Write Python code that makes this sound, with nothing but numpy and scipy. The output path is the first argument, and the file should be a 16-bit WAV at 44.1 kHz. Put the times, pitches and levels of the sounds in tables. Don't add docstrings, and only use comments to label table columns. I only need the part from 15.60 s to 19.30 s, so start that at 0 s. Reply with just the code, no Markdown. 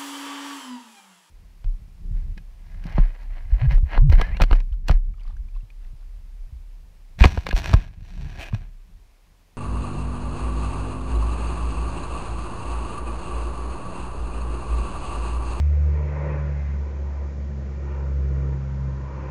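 import sys
import numpy as np
from scipy import signal
from scipy.fft import rfft, irfft, next_fast_len
from scipy.io import wavfile
from scipy.ndimage import uniform_filter1d, map_coordinates

SR = 44100
rng = np.random.default_rng(int(sys.argv[2]) if len(sys.argv) > 2 else 0)


def wav_out(sig):
    wavfile.write(sys.argv[1], SR, np.round(np.clip(np.atleast_2d(sig).T, -1, 1) * 32767).astype(np.int16))


def voltage_ratio(decibels):
    exponent = np.asarray(decibels, float) / 20
    return 10 ** exponent


N = 163170


def unit(x):
    return x / np.sqrt(np.mean(x ** 2) + 1e-20)


def along(points, hz):
    point_hz, point_db = np.transpose(points)
    return np.interp(np.log(hz + 1), np.log(point_hz + 1), point_db, left=-120, right=-120)


def curves(rows, t):
    start_s, *columns = np.transpose(rows)
    return [np.interp(t, start_s, column) for column in columns]


def wobble(rate):
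    return map_coordinates(rng.standard_normal(80), [np.arange(N) * rate / SR])


def filtered(x, response):
    size = next_fast_len(N + SR // 2)
    spectrum = rfft(x, size) * response(np.fft.rfftfreq(size, 1 / SR))
    return irfft(spectrum, size)[..., :N]


def patchy(depth_db, shape):
    hz, t, z = signal.stft(rng.standard_normal(N), SR, nperseg=1024)
    patches = uniform_filter1d(rng.standard_normal(z.shape), size=6, axis=0)
    patches = uniform_filter1d(patches, size=14, axis=1)
    z = z * voltage_ratio(depth_db * unit(patches)) * shape(hz[:, None], t)
    return signal.istft(z, SR, nperseg=1024)[1][:N]


# start_s [s], pitch_hz [Hz]
BLADE_PITCH = [(0, 73.3), (.5, 73.5), (1, 70.8), (1.5, 70), (2, 69.54), (2.5, 68.63), (3, 67.7),
               (3.7, 66.55)]
# start_s [s], level_db [dB]
BLADE_TONE = [(0.04, -17.5), (0.27, -17.5), (0.53, -26.5), (1.21, -25.5), (1.32, -30), (1.42, -25.5),
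              (1.55, -29.5), (1.65, -26.5), (1.73, -32), (1.81, -27), (1.91, -30.5), (2.48, -26),
              (2.58, -22.5), (2.94, -25), (2.98, -29.5), (3.26, -26), (3.5, -33.5), (3.66, -33)]
# start_s [s], level_db [dB], lag_rad [rad]
BLADE_OCTAVE = [(0, -38, -3), (.3, -34, -2), (.64, -31, -5), (.88, -30.5, -2.5), (1.06, -36.5, -2.5),
                (1.25, -49, -2.5), (1.45, -49, -5.5), (1.75, -41.5, -1), (1.87, -49, 1.5), (1.95, -36.5, 2),
                (2.08, -41.5, -2), (2.4, -37, -4.5), (2.62, -34, -5), (2.81, -27, -5.5), (3, -31, -6),
                (3.27, -31.5, -6.5), (3.47, -37.5, -7), (3.7, -35, -3.5)]
# start_s [s], level_db [dB]
BLADE_THIRD = [
    (0, -57.5),
    (.6, -54),
    (1.1, -48.5),
    (1.6, -53),
    (1.95, -43.5),
    (2.5, -52),
    (3.25, -45),
    (3.7, -50.5),
]


def propeller():
    flutter_db, flutter_rad = .7, .04
    t = np.arange(N) / SR
    pitch_hz, = curves(BLADE_PITCH, t)
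    turn = 0.41 + 2 * np.pi * np.cumsum(pitch_hz) / SR + .15 * wobble(2.5)
    tone_db, = curves(BLADE_TONE, t)
    octave_db, octave_lag = curves(BLADE_OCTAVE, t)
    third_db, = curves(BLADE_THIRD, t)
    fourth_db = -58.5 + 1 * (t - 2)
    parts = [(tone_db, 0), (octave_db, octave_lag), (third_db, 2.5), (fourth_db, 1)]
    out = np.zeros(N)
    for k, (level_db, lag_rad) in enumerate(parts, 1):
        level = voltage_ratio(level_db + flutter_db * wobble(5.8))
        out += level * np.cos(k * turn + lag_rad + k * flutter_rad * wobble(6.2))
    return np.sqrt(2) * out


# start_s [s], level_db [dB], brightness [dB per octave],
# wall_echo [gain], eaves_ring_db [dB]
ROAR_COURSE = [(0, -48.5, 1.1, .2, -0.5), (.27, -44, -1.1, 0.17, -2), (.38, -40.5, 0.6, 0.49, 3.5),
               (.55, -38.5, 0, 0.18, 3.5), (.72, -35.5, 0.4, 0.22, 7.5), (.85, -41, 1.5, 0.15, -.5),
               (1.1, -45.5, 3.5, 0.16, -1.5), (1.2, -45, -.5, .3, 3.5), (1.6, -44.5, 0, 0.17, 2),
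               (1.85, -47, -.5, 0.24, -1.5), (2.2, -44.5, -1.3, 0.32, -2), (2.32, -40.5, 1.5, .6, 3),
               (2.55, -44.5, -0.5, 0.27, -4), (2.86, -41.5, -0.05, 0.39, -0.2), (3.1, -45.5, 1, 0.25, 4),
               (3.35, -44, 1, 0.32, 6), (3.56, -42, 0.9, 0.2, 8.5), (3.7, -40.5, 2.5, 0.26, 5)]
# delay_ms [ms], gain [ratio]
GARDEN_ECHOES = [
    (1.5, 0.05),
    (4.3, 0.067),
    (5.9, .15),
]
# pitch_hz [Hz], width_hz [Hz], lift_db [dB]
WALL_MODES = [(270, 25, 5), (313, 90, 6.5), (368.7, 8.3, 7.5), (450, 5.3, 6), (511.4, 24, 5),
              (558.4, 27, 8), (610, 16, 10.5), (774, 25, 5), (949.6, 12, 9.5), (1031, 24, 5),
              (1193, 12, 5.5), (1360, 65, -5.5), (1990, 21, -1), (2080, 35, 7)]


def roar():
    def garden(hz):
        echoes = 1 + sum(gain * np.exp(-2j * np.pi * hz * ms / 1000) for ms, gain in GARDEN_ECHOES)
        lift_db = sum(db / (1 + (2 * (hz - centre) / width) ** 2) for centre, width, db in WALL_MODES)
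        return voltage_ratio(lift_db) * echoes

    level_db = curves(ROAR_COURSE, np.arange(N) / SR)[0] + .7 * wobble(6)
    noise = patchy(depth_db=1.3, shape=roar_shape)
    return voltage_ratio(level_db) * unit(filtered(noise, garden))


# pitch_hz [Hz], level_db [dB]
NEAR_COLOUR = [(190, -19.5), (400, -2.5), (545, -5), (770, -10.5), (1350, -13), (2500, -17), (2600, -31.5),
               (4500, -50)]
# pitch_hz [Hz], level_db [dB]
FAR_COLOUR = [(190, -20), (340, 0), (570, -5.5), (770, -9.5), (1350, -10), (2550, -21.5), (3300, -36),
              (4500, -52)]


def roar_shape(hz, t):
    _, slope, wall, eaves_db = curves(ROAR_COURSE, t)
    blade_hz, = curves(BLADE_PITCH, t)
    far = np.clip(t / 2.63, 0, 1)
    at_source_hz = hz * blade_hz.mean() / blade_hz
    colour_db = (1 - far) * along(NEAR_COLOUR, at_source_hz) + far * along(FAR_COLOUR, at_source_hz)
    colour_db = colour_db + slope * np.log2((hz + 1) / 600)
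    eaves = eaves_db * np.exp(-((hz - 1000) / 170) ** 2)
    whine = 1.5 * np.exp(-((hz - 34.8 * blade_hz) / 48) ** 2)
    wall_ms = 2.157
    wall_comb = 1 + wall * np.exp(-2j * np.pi * hz * wall_ms / 1000)
    gain = voltage_ratio(colour_db + eaves + whine) * wall_comb
    return gain / np.linalg.norm(gain, axis=0)


# pitch_hz [Hz], level_db [dB]
EXHAUST_COLOUR = [(20, -17), (34, -15), (45, -10.5), (88, -6), (112, 0.6), (150, -2.5), (180, -1),
                  (260, -16.5)]


def rumble():
    noise = patchy(depth_db=1.5, shape=lambda hz, t: 1)
    noise = filtered(noise, lambda hz: voltage_ratio(along(EXHAUST_COLOUR, hz)))
    level_db = -42.5 + wobble(4)
    return voltage_ratio(level_db) * unit(noise)


# pitch_hz [Hz], level_db [dB]
MICROPHONE_COLOUR = [(310, 0.5), (2550, 3), (3600, -0.6), (6500, -0.1), (7050, -2.5), (7500, -9),
                     (7900, -22.5), (8240, -40)]


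def hiss():
    noise = filtered(rng.standard_normal(N), lambda hz: voltage_ratio(along(MICROPHONE_COLOUR, hz)))
    return voltage_ratio(-62.5) * unit(noise)


def scene():
    mix = propeller() + roar() + rumble()
    return mix[None]


def roll_off(x):
    return signal.sosfilt(signal.butter(12, 8250, fs=SR, output="sos"), x)


def record(dry):
    mix = dry + hiss()
    return roll_off(mix)


dry = scene()
out = record(dry)
wav_out(out)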